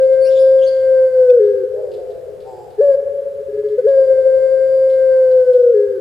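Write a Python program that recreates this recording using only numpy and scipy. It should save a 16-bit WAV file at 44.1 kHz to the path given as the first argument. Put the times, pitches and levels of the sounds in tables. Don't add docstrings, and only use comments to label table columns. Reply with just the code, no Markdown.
import sys
import numpy as np
from scipy import signal
from scipy.fft import rfft, irfft, next_fast_len
from scipy.io import wavfile
from scipy.ndimage import map_coordinates

SR = 44100
rng = np.random.default_rng(int(sys.argv[2]) if len(sys.argv) > 2 else 0)


def persist_wave(psi):
    counts = np.round(np.clip(psi, -1, 1) * 32767).astype(np.int16)
    wavfile.write(sys.argv[1], SR, np.atleast_2d(counts).T)


N = 264820

# jump_s, break_s, level_db, pitch_hz, slow_sag_hz, last_droop_hz
LONG_COOS = [(-0.508, 1.399, -10.5, 557.6, 47.18, 35.8), (3.868, 5.743, -11.5, 558.4, 73.15, 6.3)]
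# jump_s, end_s, level_db, pitch_hz, sag_hz, low_lead_in_db
SHORT_NOTES = [(2.81, 2.954, -11.5, 573.1, 45.3, -7.5), (3.782, 3.803, -10.5, 512.5, 13, -40)]
# start_before_jump_s, length_s, level_db
TRILL_PULSES = [(.483, .05, -29), (.385, .03, -22), (.341, .045, -20), (.296, .054, -17.6),
                (.234, .054, -16), (.171, .074, -16.3), (.058, .05, -21)]
# centre_s, half_width_s, change_db
LEVEL_WAVERS = [(.44, .1, 2), (.71, .06, -2.5), (1.12, .07, -6), (1.298, .035, 3.3), (5.35, .055, -4)]
# frequency_hz, level_db
BEAK_RESPONSE = [(900, -58.5), (1060, -42.5), (1250, -50.5), (1450, -36), (1560, -34.5), (1720, -37),
                 (1930, -56.5), (2110, -50), (2600, -72), (4200, -68.5), (4800, -52), (5500, -77.5),
                 (7300, -61), (8400, -71), (9500, -63), (11000, -71)]
# pitch_hz, change_db
REGISTER_BRIGHTNESS = [(410, -1), (435, -3.5), (455, -12), (485, -4.5), (510, 2.5), (527, 2), (570, 3)]
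# frequency_hz, relative_level_db
AIR_SPECTRUM = [(600, -10), (1500, 0), (2500, -6.5), (4700, -3), (5800, -11), (9500, -10), (14000, -25)]
# resonance_hz, gain_db, t60_s, polarity (+1 or -1)
ROOM_MODES = [(357, -16.5, 2.0, 1), (405, -3.5, 4.2, -1), (403, 0.5, 3.5, -1), (415.6, -8, 1.8, 1),
              (418.7, 3.5, 3.8, 1), (424.3, 0.5, 6.3, 1), (427.6, 1.0, 2.7, 1), (442, 2.7, 5.6, 1),
              (448.7, 9, 6, 1), (464, 4.3, 6.4, -1), (482, -10.5, 2.01, -1), (485, 4.2, 1.9, 1),
              (494.4, 1, 4, 1), (498, -13.5, 2.02, 1), (514.6, -6.5, 3.8, 1), (513.4, -5.5, 1.2, -1),
              (514.6, 12, 2.52, 1), (519, -14.5, 4.1, 1), (526.5, -10.5, 2.7, -1), (537.8, 10.5, 2.9, 1),
              (552.3, 4.5, 4.7, 1), (530, -6, 1.98, 1), (562.4, 9, 2.6, 1), (579, 2, 3.4, 1)]
# frequency_hz, t60_s
DIFFUSE_DECAY = [(200, 3.9), (480, 3.3), (900, 1.4), (1550, 1.8), (3000, 0.75), (10000, 0.47)]
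# frequency_hz, relative_density_db_per_hz
RUMBLE_SPECTRUM = [(12, -39), (20, -16), (32, -14), (102, 1), (231, -10.5), (274, -13), (300, -9.5),
                   (390, -38.5), (660, -120)]
# frequency_hz, relative_density_db_per_hz
HISS_SPECTRUM = [(250, -3.5), (600, -3.5), (1000, -1.5), (1600, -2), (2200, -8), (4500, -13), (6000, -16),
                 (9500, -17), (12500, -20), (16000, -21)]
# frequency_hz, correlation (0-1)
STEREO_LIKENESS = [(60, 0.37), (130, 0), (300, 0), (1500, .5), (5000, 0.36), (10000, 1)]
# start_s, relative_level_db
CAGE_CONTACTS = [(0.0247, -42.5), (0.129, -42.5), (1.4392, -46), (1.917, -43.5), (1.9372, -43),
                 (2.1036, -45.5), (2.4033, -43.5), (2.7046, -49), (3.686, -47.5), (3.8831, -43.5),
                 (4.8978, -40.5), (4.9299, -44.5), (5.3131, -41.5), (5.5316, -41)]
# frequency_hz, relative_level_db
CONTACT_SPECTRUM = [(1500, -24), (2600, -7), (3600, 0), (4900, -4.5), (6000, -18), (11000, -17),
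                    (16000, -30)]
# start_s, length_s, start_hz, end_hz, level_db, octave_db, rasp (0-1)
CHIRP_NOTES = [(0.205, 0.067, 4510, 4540, -43.5, -5.5, 0.17), (0.237, 0.064, 4710, 5510, -41, -9, 1),
               (.235, .07, 2300, 3030, -45.5, -18.5, .8), (0.291, .06, 3830, 3300, -44.5, -14.5, 1),
               (0.346, 0.057, 3393, 3805, -39, -12, 0.9), (0.378, 0.065, 4715, 5100, -42.5, -7, .9),
               (0.581, .025, 3460, 3160, -48, -17.5, .6), (0.607, 0.052, 2987, 3494, -39, -15, 0.97),
               (0.629, 0.043, 7030, 5770, -48.5, -20.5, .5), (.66, .04, 4430, 4690, -36, -16.5, 0.8)]
# start_s, crest_s, end_s, crest_pitch_hz, end_pitch_hz, throat_hz, throat_width_hz,
# level_db, fade_db, whistle_db
AIR_INTAKES = [(1.682, 1.804, 2.43, 205, 147.6, 567, 146.1, -32.5, 14.5, -66.5),
               (2.44, 2.48, 2.69, 130, 116.2, 781.4, 105.4, -38.5, 4.5, -61)]
# frequency_hz, relative_level_db
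NOSTRIL_SPECTRUM = [(3500, -25.5), (4900, 0), (6000, -22), (7600, -2), (9000, -25.5)]

LEAD = SR
TOP_HZ = 15600
RUMBLE_DB, HISS_DB = -49.5, -56
COO_DIFFUSE_DB = -20
LOW_HZ, SCOOP_HZ, SCOOP_S = 420.6, 23.6, .012
ATTACK_S, PUSH_DB = .035, 3.3
FLIP_S = 0.0044
SETTLE_HZ, SETTLE_S, CREEP_HZ_PER_S = 39.83, .11, 14.6
SAG_POWER, DROOP_S = 4.15, .068
TAIL_SAG_HZ_PER_S, TAIL_FADE_DB_PER_S, RELEASE_S = 95, 54, .007
TAIL_S, COLLAPSE_HZ, COLLAPSE_S = .245, 31.95, 0.028
SHORT_SAG_POWER = 1.8
TRILL_SKEW = .8
INTAKE_RISE_HZ_PER_S, INTAKE_FALL_POWER = 150, 0.64
INTAKE_RELEASE_S = .012


def amp(db):
    return 10 ** (np.asarray(db) / 20)


def unit(x):
    return x / np.sqrt(np.mean(x ** 2) + 1e-20)


def clock():
    return np.arange(-LEAD, N) / SR


def along(points, hz):
    f, v = np.transpose(points)
    return np.interp(np.log(hz + 1), np.log(f), v)


def step(x):
    return .5 + .5 * np.tanh(x)


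def wobble(rate):
    at = np.arange(LEAD + N) * rate / SR
    fine = np.arange(0, at[-1] + 1, 1 / 8)
    knots = rng.standard_normal(int(at[-1]) + 4)
    return np.interp(at, fine, map_coordinates(knots, [fine]))


def filtered(x, response):
    m = next_fast_len(x.shape[-1] + 3 * SR, True)
    spectrum = rfft(x, m) * response(np.fft.rfftfreq(m, 1 / SR))
    return irfft(spectrum, m)[..., :x.shape[-1]]


def noise(spectrum):
    def response(hz):
        turn = np.arccos(np.clip(along(STEREO_LIKENESS, hz), -1, 1)) / 2
        return amp(along(spectrum, hz)) * [np.cos(turn), np.sin(turn)]

    white = rng.standard_normal((2, LEAD + N))
    mid, side = filtered(white, response)
    return unit(np.array([mid + side, mid - side]))


def pan(x, left_db):
    g = amp(left_db)
    return np.array([[g], [1]]) * 2 / (1 + g) * x


def jump_up(since, upper_hz, lead_db, held_db):
    jumped = step(since / FLIP_S)
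    low_hz = LOW_HZ + SCOOP_HZ * np.exp(-abs(since) / SCOOP_S)
    lead = amp(lead_db) * np.sin(np.pi / 2 * np.clip(1 + since / ATTACK_S, 0, 1)) ** 2
    return low_hz + jumped * (upper_hz - low_hz), lead + jumped * (amp(held_db) - lead)


def song():
    t = clock()
    pitch, effort = np.full(len(t), float(LOW_HZ)), np.zeros(len(t))
    for jump_s, break_s, db, hz, sag_hz, droop_hz in LONG_COOS:
        for before_s, length, pulse_db in TRILL_PULSES:
            pulse_s = jump_s - before_s
            span = (t > pulse_s) & (t < pulse_s + length)
            u = np.linspace(0, 1, span.sum())
            effort[span] += amp(pulse_db) * np.sin(np.pi * u ** TRILL_SKEW)

        span = (t > jump_s - ATTACK_S) & (t < break_s + TAIL_S + 10 * RELEASE_S)
        since, after = t[span] - jump_s, t[span] - break_s
        held, tail = np.clip(since, 0, break_s - jump_s), np.maximum(after, 0)
        settle = SETTLE_HZ * (1 - np.exp(-held / SETTLE_S)) - CREEP_HZ_PER_S * held
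        slow_sag = sag_hz * (held / (break_s - jump_s)) ** SAG_POWER
        droop = droop_hz * np.exp(np.minimum(after, 0) / DROOP_S)
        high = hz - settle - slow_sag - droop
        collapse = COLLAPSE_HZ * np.exp(np.minimum(tail - TAIL_S, 0) / COLLAPSE_S)
        low = LOW_HZ - TAIL_SAG_HZ_PER_S * tail - collapse
        broken = step(after / FLIP_S)
        sung_hz = (1 - broken) * high + broken * low
        pitch[span], swell = jump_up(since, sung_hz, db + PUSH_DB, db)
        effort[span] += swell * amp(-TAIL_FADE_DB_PER_S * tail) * step((TAIL_S - after) / RELEASE_S)

    for jump_s, end_s, db, hz, sag_hz, lead_db in SHORT_NOTES:
        span = (t > jump_s - ATTACK_S) & (t < end_s + 2 * RELEASE_S)
        since = t[span] - jump_s
        spent = np.clip(since / (end_s - jump_s), 0, 1)
        pitch[span], swell = jump_up(since, hz - sag_hz * spent ** SHORT_SAG_POWER, lead_db, db)
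        effort[span] += swell * step((end_s - t[span]) / RELEASE_S)

    waver_db = sum(db * np.exp(-((t - s) / width) ** 2) for s, width, db in LEVEL_WAVERS)
    return pitch, effort * amp(waver_db)


def coo(jitter=0.0065, shimmer=0.01, overtone_flutter_db=1.1, air_db=-48.5, full_swing=0.27, knee=.19):
    pitch, effort = song()
    phase = 2 * np.pi * (np.cumsum(pitch) / SR + jitter * wobble(130))
    fundamental = np.sqrt(2) * effort * (1 + shimmer * wobble(380)) * np.sin(phase)
    overtones = 0
    for k in range(2, 21):
        level_db = along(BEAK_RESPONSE, k * pitch) + overtone_flutter_db * wobble(9)
        overtones = overtones + amp(level_db) * np.sin(k * phase)
    brightness = amp(along(REGISTER_BRIGHTNESS, pitch))
    swing = full_swing * np.tanh(effort / knee)
    air = amp(air_db) * swing * np.sqrt(brightness) * noise(AIR_SPECTRUM)
    return fundamental, np.sqrt(2) * swing * brightness * overtones, air


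def room_modes(f):
    response = 0
    for hz, db, t60, polarity in ROOM_MODES:
        damping = 1j * f * np.log(1000) / (np.pi * t60)
        response = response + np.sign(polarity) * amp(db) * damping / (hz ** 2 - f ** 2 + damping)
    return response


def reverb(x, width=.85):
    mid, side = rng.standard_normal((2, 3 * SR // 2))
    stereo = mid + np.array([[width], [-width]]) * side
    hz, t, z = signal.stft(stereo, SR, nperseg=256)
    decay = amp(-60 * t / along(DIFFUSE_DECAY, hz)[:, None])
    tail = signal.istft(z * decay, SR, nperseg=256)[1]
    return signal.fftconvolve(x[None], tail / np.linalg.norm(tail[0]), axes=1)[:, :len(x)]


def noise_floor():
    rumble = pan(amp(RUMBLE_DB) * noise(RUMBLE_SPECTRUM), left_db=2.0)
    return rumble + pan(amp(HISS_DB) * noise(HISS_SPECTRUM), left_db=0.2)


def cage_ticks(t60=0.14, gain_db=-10):
    t = np.arange(SR // 4) / SR
    force = np.zeros(LEAD + N + SR)
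    for s, db in CAGE_CONTACTS:
        start = LEAD + int(s * SR)
        force[start:][:len(t)] += amp(db + gain_db - 60 * t / t60)
    return force[:LEAD + N] * noise(CONTACT_SPECTRUM)[0]


def small_bird(rasp_depth=0.072):
    out, flutter = np.zeros(LEAD + N), wobble(900)
    for s, length, start_hz, end_hz, db, octave_db, rasp in CHIRP_NOTES:
        u = np.linspace(0, 1, int(length * SR))
        span = LEAD + int(s * SR) + np.arange(len(u))
        glide = start_hz + (end_hz - start_hz) * u
        pitch = glide * (1 + rasp_depth * rasp * flutter[span])
        phase = 2 * np.pi * np.cumsum(pitch) / SR
        partials = np.sin(phase) + amp(octave_db) * np.sin(2 * phase)
        out[span] += amp(db) * np.sin(np.pi * u) * partials
    return out


def intake(steepness=1.6, crop_db=-4, jitter=.018, flutter_db=3):
    t, out, whistle = clock(), np.zeros(LEAD + N), noise(NOSTRIL_SPECTRUM)[0]
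    unsteady, flutter, orders = wobble(80), wobble(35), np.arange(2, 10)[:, None]
    for start, crest, end, crest_hz, end_hz, centre, width_hz, db, fade_db, whistle_db in AIR_INTAKES:
        span = (t > start) & (t < end + 2 * INTAKE_RELEASE_S)
        s = t[span]
        spent = np.clip((s - crest) / (end - crest), 0, 1)
        rise = crest_hz - INTAKE_RISE_HZ_PER_S * np.maximum(crest - s, 0)
        pitch = rise + (end_hz - crest_hz) * spent ** INTAKE_FALL_POWER
        phase = 2 * np.pi * np.cumsum(pitch * (1 + jitter * unsteady[span])) / SR

        throat = (1 + ((orders * pitch - centre) / width_hz) ** 2) ** -steepness
        crop = amp(crop_db) / (1 + ((orders * pitch - 362) / 14) ** 2)
        gains = (throat + crop) * step((orders * pitch - 345) / 12)
        partials = np.sum(gains * np.sin(orders * phase), axis=0)
        buzz = np.sqrt(2) * partials / np.linalg.norm(gains, axis=0)

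        envelope = np.minimum((s - start) / (crest - start), 1) * step((end - s) / INTAKE_RELEASE_S)
        envelope = envelope * amp(-fade_db * spent ** 2)
        voiced = amp(db + flutter_db * flutter[span]) * buzz
        out[span] += envelope * (voiced + amp(whistle_db) * whistle[span])
    return out


def scene():
    tone, overtones, air = coo()
    ticks, chirps, moan = cage_ticks(), amp(-1) * small_bird(), intake()
    near = pan(tone + overtones + amp(-2.5) * moan, left_db=3) + air
    direct = near + pan(chirps + ticks, left_db=1.3)
    ringing = pan(filtered(tone + moan, room_modes), left_db=3.5)
    dove_send = amp(COO_DIFFUSE_DB) * tone + amp(-7) * overtones + amp(-8) * moan
    diffuse = reverb(dove_send + chirps + amp(-2) * ticks)
    return (direct + ringing + diffuse + noise_floor())[:, LEAD:]


def record(dry, ceiling=0.95):
    return filtered(np.clip(dry, -ceiling, ceiling), lambda hz: hz < TOP_HZ)


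dry = scene()
out = record(dry)
persist_wave(out)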